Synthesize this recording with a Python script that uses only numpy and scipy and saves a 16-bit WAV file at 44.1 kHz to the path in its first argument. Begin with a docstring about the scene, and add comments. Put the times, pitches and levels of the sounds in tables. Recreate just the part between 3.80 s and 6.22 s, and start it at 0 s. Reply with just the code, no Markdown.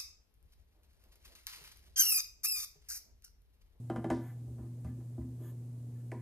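"""Fingertips drum on the lid and glass of an empty tank, close to two microphone ports in a quiet room.
A steady mains hum (two sines), room air and port hiss (shaped noise) run throughout. The stand then
shudders low (swelling, decaying sines) and touches ring the panes (decaying modes, nail ticks, lid
clatter) with a short room tail; a rasp follows the hardest tap, then skin slides on glass (friction
noise). Taps and soft touches come in bursts, the last near the end."""
import sys
import numpy as np
from scipy import signal
from scipy.fft import rfft, irfft
from scipy.io import wavfile
from scipy.ndimage import uniform_filter1d

SR = 44100
rng = np.random.default_rng(int(sys.argv[2]) if len(sys.argv) > 2 else 0)


def volts_from_db(level):
    """Convert decibel levels to linear amplitude ratios."""
    exponent = np.asarray(level, float) / 20
    return 10 ** exponent


def store_pcm(level_fs):
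    """Save levels as 16-bit WAV."""
    pcm = np.round(np.clip(level_fs, -1, 1) * 32767).astype(np.int16)
    wavfile.write(sys.argv[1], SR, np.atleast_2d(pcm).T)


N = 106677  # samples
RING_S = 0.35  # length of one touch

# strong modes of panes and lid, before weighting and scatter: pitch_hz, level_db, t60_s
TANK = [(163, 6.5, 0.36), (221.4, 2, 0.42), (253, 1.5, 0.45), (335, 4.5, 0.25), (380, -9.5, 0.45),
        (420, -6.5, 0.32), (588, -6, 0.088), (611.6, -4.5, 0.15), (630, 2, 0.077), (764, 2.5, 0.095),
        (862, -20.5, 0.36), (970, -8, 0.15), (1035, -10, 0.22), (1193, -8, 0.14), (1409, -16, 0.22),
        (1576, -4.5, 0.064), (1740, -13.5, 0.47), (1826, -32.5, 0.04), (1996, -11, 0.17),
        (2144, -5.5, 0.027), (2376, -31.5, 0.068), (3060, -7.5, 0.066), (3220, -9, 0.029)]


def evened(x):
    """Scales to rms 1."""
    return x / np.sqrt(np.mean(x ** 2) + 1e-20)


def read(points, hz):
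    """Interpolates a table on a log-frequency axis."""
    f, value = np.transpose(points)
    return np.interp(np.log(hz + 1), np.log(f + 1), value)


def add(mix, start_s, sound):
    """Mixes a sound in at start_s, cut at the end of the mix."""
    part = mix[round(start_s * SR):][:len(sound)]
    part += sound[:len(part)]


def noise(spectrum):
    """White noise filtered to a given spectrum, rms 1."""
    gain = volts_from_db(read(spectrum, np.fft.rfftfreq(N, 1 / SR)))
    return evened(irfft(rfft(rng.standard_normal(N)) * gain, N))


def hum():
    """Mains hum: a steady fundamental and an octave that wavers slowly in level."""
    # partials, fundamental first: level_db
    partials_db = [-44, -60]
    hum_hz, waver_rms_db, octave_lag_rad = 120.32, 1, 1.96
    t, out = np.arange(N) / SR, np.zeros(N)
    for k, db in enumerate(partials_db):
        waver = uniform_filter1d(rng.standard_normal(N), size=2500)
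        waver = evened(uniform_filter1d(waver, size=2500))
        level = np.sqrt(2) * volts_from_db(db + k * waver_rms_db * waver)  # k = 0: no waver
        out += level * np.sin(2 * np.pi * (k + 1) * hum_hz * t - k * octave_lag_rad)
    return out


def room_air():
    """Steady room air: shaped noise, mostly low."""
    # spectrum: pitch_hz, relative_level_db_per_hz
    air_spectrum = [(20, -40), (45, -20.5), (65, -7), (95, 2), (140, 2.5), (200, -8), (300, -5),
                    (500, -15.5), (800, -25.5), (1300, -35.5), (3300, -39.5), (5500, -39.5), (6500, -36.5),
                    (9500, -34), (11000, -38), (14000, -39), (15700, -45)]
    return volts_from_db(-56.5) * noise(air_spectrum)


def port_hiss():
    """Steady microphone noise, opposite in sign at the two ports."""
    # spectrum: pitch_hz, relative_level_db_per_hz
    hiss_spectrum = [(40, -20), (300, -5.5), (700, -12.5), (900, -26), (2500, -25.5), (5000, -20),
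                     (8500, -16.5), (11000, -18.5), (14000, -20.5), (15700, -25)]
    return volts_from_db(-75) * noise(hiss_spectrum) * np.array([[1], [-1]])


def thumps():
    """The stand shudders at a low pitch: a sine that swells over about a cycle and decays."""
    # shudders: start_s, level_db (before makeup_db and envelope), pitch_hz
    thump_table = [(.095, -48, 73.4), (.155, -42, 74), (.24, -67, 75), (0.3, -38.5, 74), (.38, -64, 67.7),
                   (.59, -62, 66.5), (0.674, -41, 74), (.745, -62, 69), (0.788, -40.5, 72.7),
                   (1.04, -34, 77.5), (1.11, -55, 67), (1.161, -47.5, 68.6), (1.345, -54, 70.4),
                   (1.385, -34.5, 73), (1.484, -49, 72), (1.686, -66, 69)]
    rise_s, t60_s, makeup_db = 0.014, 0.21, 5.5
    out, t = np.zeros(N), np.arange(SR // 2) / SR
    swell = (1 - np.exp(-t / rise_s)) ** 2
    for start_s, db, hz in thump_table:
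        envelope = swell * volts_from_db(db + makeup_db - 60 * t / t60_s)
        add(out, start_s, envelope * np.sin(2 * np.pi * hz * t))
    return out


def ring(modes, centre_hz, spread_oct, share, scatter, swell_s):
    """Decaying sine modes, weighted around the region that the touch drives best."""
    rise_cycles, min_spread_oct = 0.54, 0.15
    t = np.arange(round(RING_S * SR))[:, None] / SR
    hz, db, t60_s = modes
    octaves_off = np.log2(hz / centre_hz)
    weight = np.exp(-0.5 * (octaves_off / max(spread_oct, min_spread_oct)) ** 2) * scatter
    rise = 1 - np.exp(-t / (rise_cycles / hz + swell_s))
    decay = np.exp(-np.log(1000) * t / (share * t60_s))
    return (rise * decay * np.sin(2 * np.pi * hz * t)) @ (weight * volts_from_db(db))


def dense_modes():
    """The many weak modes between the strong ones, heard as a short dense knock."""
    # ring time of the weak modes: pitch_hz, t60_s
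    dense_t60 = [(200, 0.27), (700, 0.13), (2000, 0.18), (5000, 0.15)]
    level_at_250_hz_db, tilt_db_per_oct, detune_rms = -8, -3.5, 0.025
    hz = np.geomspace(450, 7000, 60)
    detune, scatter = rng.standard_normal((2, len(hz)))
    level_db = level_at_250_hz_db + tilt_db_per_oct * np.log2(hz / 250)
    return (hz * (1 + detune_rms * detune), level_db, read(dense_t60, hz)), scatter


def touch(db, centre_hz, spread_oct, share, swell_s):
    """One touch: strong modes a little uneven, a dense knock and a rough clatter of the loose lid."""
    detune_rms, scatter_rms_db = 0.004, 1
    clatter_db, clatter_t60_s, clatter_ring_t60_s = -7, 0.56, 0.032
    t = np.arange(round(RING_S * SR)) / SR
    hz, level_db, t60_s = np.transpose(TANK)
    detune, uneven = rng.standard_normal((2, len(hz)))
    scatter = (-1.0) ** np.arange(len(hz)) * volts_from_db(scatter_rms_db * uneven)  # alternating signs
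    strong = (hz * (1 + detune_rms * detune), level_db, t60_s)
    body = ring(strong, centre_hz, spread_oct, share, scatter, swell_s)
    dense, dense_scatter = dense_modes()
    body = body + ring(dense, centre_hz, spread_oct, share, dense_scatter, swell_s)
    grit = rng.standard_normal(len(t)) * volts_from_db(-60 * t / clatter_t60_s)
    short_body = body * volts_from_db(-60 * t / clatter_ring_t60_s)
    clatter = signal.oaconvolve(grit / np.linalg.norm(grit), short_body)[:len(t)]
    return volts_from_db(db) * (body + volts_from_db(clatter_db) * clatter)


def taps():
    """Firm taps ring the tank; each has a nail tick, a noise burst with a longer grainy treble."""
    # taps: start_s, strength_db, best_driven_hz, spread_octaves, share_of_free_ring_time, tick_db
    tap_table = [(.099, -38.5, 655, 1.15, 0.74, -58), (.160, -41.5, 710, 1.29, 0.79, -58.5),
                 (.243, -36, 560, 1.23, 0.55, -58), (.302, -29.5, 730, 1.01, .6, -47),
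                 (1.046, -55, 600, 0.99, 1, -62), (1.203, -63.5, 695, .8, .45, -81),
                 (1.379, -54.5, 490, 0.8, 0.97, -80), (2.317, -35, 1910, .33, 0.12, -58)]
    # tick spectrum: pitch_hz, relative_level_db_per_hz
    tick_spectrum = [(900, -52), (1500, 0), (2600, -8.5), (3600, -15.5), (5000, -13), (6500, -15),
                     (9000, -12), (11800, -19), (13000, -33), (15500, -50)]
    tick_t60_s, spray_t60_s, spray_db = 0.016, 0.2, -7
    out, t, tick = np.zeros(N), np.arange(round(RING_S * SR)) / SR, noise(tick_spectrum)
    for start_s, db, centre_hz, spread_oct, share, tick_db in tap_table:
        add(out, start_s, touch(db, centre_hz, spread_oct, share, 0))
        envelope = volts_from_db(tick_db - 60 * t / tick_t60_s)
        envelope = envelope + volts_from_db(tick_db + spray_db - 60 * t / spray_t60_s)
        grain = np.roll(tick, -round(start_s * SR))[:len(t)]  # a different stretch per tap
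        add(out, start_s, envelope * grain)
    return out


def nudges():
    """Soft touches and lid bounces: the same modes swelling in, without a tick."""
    # touches: start_s, strength_db, best_driven_hz, spread_octaves (ring() sets a floor),
    # swell_s, share_of_free_ring_time
    nudge_table = [(.1, -29.5, 335, 0.19, 0.0023, 0.34), (.112, -48, 253, 0.15, 0.0052, 0.41),
                   (.173, -32, 253, 0.18, .0055, 0.34), (.19, -45, 335, 0.12, .0075, 0.72),
                   (.256, -33, 335, 0.1, 0.0069, .55), (0.261, -44, 253, 0.12, .0045, 0.4),
                   (.314, -28, 335, 0.22, 0.0066, 0.44), (.318, -32, 253, .18, 0.01, 0.54),
                   (.372, -38.5, 253, 0.16, 0.0071, 0.58), (0.669, -54.5, 402, 0.83, 0.0089, 0.8),
                   (.78, -54.5, 604, 1, 0.0095, 0.73), (0.789, -48, 237, 0.32, .0035, 0.46),
                   (.805, -48.5, 335, 0.19, .0035, 0.79), (0.848, -55.5, 253, 0.15, 0.0097, 0.74),
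                   (0.921, -55, 253, .18, 0.013, 0.71), (1.047, -42, 194, 0.26, .0025, 0.42),
                   (1.079, -46.5, 253, 0.14, 0.012, 1.3), (1.18, -51, 335, .18, 0.0065, 0.59),
                   (1.251, -58, 253, 0.16, 0.012, 0.89), (1.378, -39.5, 283, 0.25, 0.0034, 0.8),
                   (1.41, -61.5, 1300, 1.1, 0.0046, .55), (1.441, -47, 253, 0.11, 0.0077, 0.77),
                   (1.601, -49, 420, 0.51, 0.012, 0.78), (2.32, -48.5, 970, .22, 0.0024, 1.6),
                   (2.319, -39, 484, 0.57, 0.0013, 0.47), (2.345, -45, 286, 0.36, 0.0089, 0.58)]
    out = np.zeros(N)
    for start_s, db, centre_hz, spread_oct, swell_s, share in nudge_table:
        add(out, start_s, touch(db, centre_hz, spread_oct, share, swell_s))
    return out


def room(x):
    """Noise tail dying band by band; the two ports differ slightly, mainly in the treble."""
    # reverberation: pitch_hz, t60_s
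    room_t60 = [(200, 0.32), (1000, 0.44), (4000, 0.31), (12000, 0.05)]
    side = 0.12  # share of port difference
    gap = np.arange(SR // 2) > 200  # silent samples before the tail
    common, differing = rng.standard_normal((2, SR // 2)) * gap
    differing = differing - uniform_filter1d(differing, size=60)
    ports = np.array([common + side * differing, common - side * differing])
    hz, t, z = signal.stft(ports, SR, nperseg=256)
    decay = volts_from_db(-60 * t / read(room_t60, hz)[:, None])
    tail = signal.istft(z * decay, SR, nperseg=256)[1]
    return signal.fftconvolve(x[None], tail / np.linalg.norm(tail[0]), axes=1)[:, :N]


def scuff():
    """Rasp after the hardest tap: shaped noise that peaks early and fades."""
    # spectrum: pitch_hz, relative_level_db_per_hz
    scuff_spectrum = [(1350, -39), (2300, -12), (2640, -33), (3220, -5), (4720, -9), (5090, -6),
                      (9000, -18), (11700, -23), (19800, -120)]
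    start_s, length_s, level_db = 0.305, 0.15, -67
    progress = np.clip((np.arange(N) / SR - start_s) / length_s, 0, 1)
    return volts_from_db(level_db) * np.sin(np.pi * progress ** 0.44) * noise(scuff_spectrum)


def slides():
    """Skin slides on glass: friction noise rings the panes faintly and hisses in the treble."""
    # strokes: start_s, length_s, ring_db, best_driven_hz, hiss_db
    slide_table = [(0.363, .19, -67, 1670, -71), (0.772, 0.11, -68.5, 980, -91),
                   (1.04, 0.073, -70.5, 1690, -79), (1.574, 0.16, -69, 1320, -67.5),
                   (1.662, 0.098, -73, 750, -82), (2.117, 0.12, -81, 1750, -83)]
    # hiss spectrum: pitch_hz, relative_level_db_per_hz
    fizz_spectrum = [(2000, -28), (3200, -7), (4000, -18), (5800, -25), (6500, -7), (8500, -15),
                     (11500, -4), (14300, -5.5), (15600, -37)]
    spread_oct, share = 0.46, 0.24  # share of free ring time
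    t, fizz, out = np.arange(N) / SR, noise(fizz_spectrum), np.zeros(N)
    for start_s, length_s, ring_db, centre_hz, hiss_db in slide_table:
        progress = np.clip((t - start_s) / length_s, 0, 1)
        stroke = np.sin(np.pi * progress ** 1.24)  # exponent above 1: peaks late
        body = ring(np.transpose(TANK), centre_hz, spread_oct, share, 1, 0)
        friction = stroke * rng.standard_normal(N)
        out += volts_from_db(ring_db) * signal.oaconvolve(friction, body / np.linalg.norm(body))[:N]
        out += volts_from_db(hiss_db) * stroke * fizz
    return out


def scene():
    """Touches with their room tail and slides, over stand shudders, hum and room air."""
    port_lag, room_db = 0.24, -13
    hits = taps() + nudges()
    near = hits + slides() + scuff()
    # the slope, added with opposite signs, offsets the ports in time
    near = near + port_lag * np.gradient(near) * np.array([[1], [-1]])
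    return near + volts_from_db(room_db) * room(hits) + thumps() + hum() + room_air()


def band_limit(x):
    """A steep low-pass at the top of the band."""
    return signal.sosfilt(signal.butter(12, 15710, fs=SR, output="sos"), x)


def record(dry):
    """Adds the hiss of the microphone ports and returns the finished mix."""
    mix = dry + port_hiss()
    return band_limit(mix)


dry = scene()
out = record(dry)
store_pcm(out)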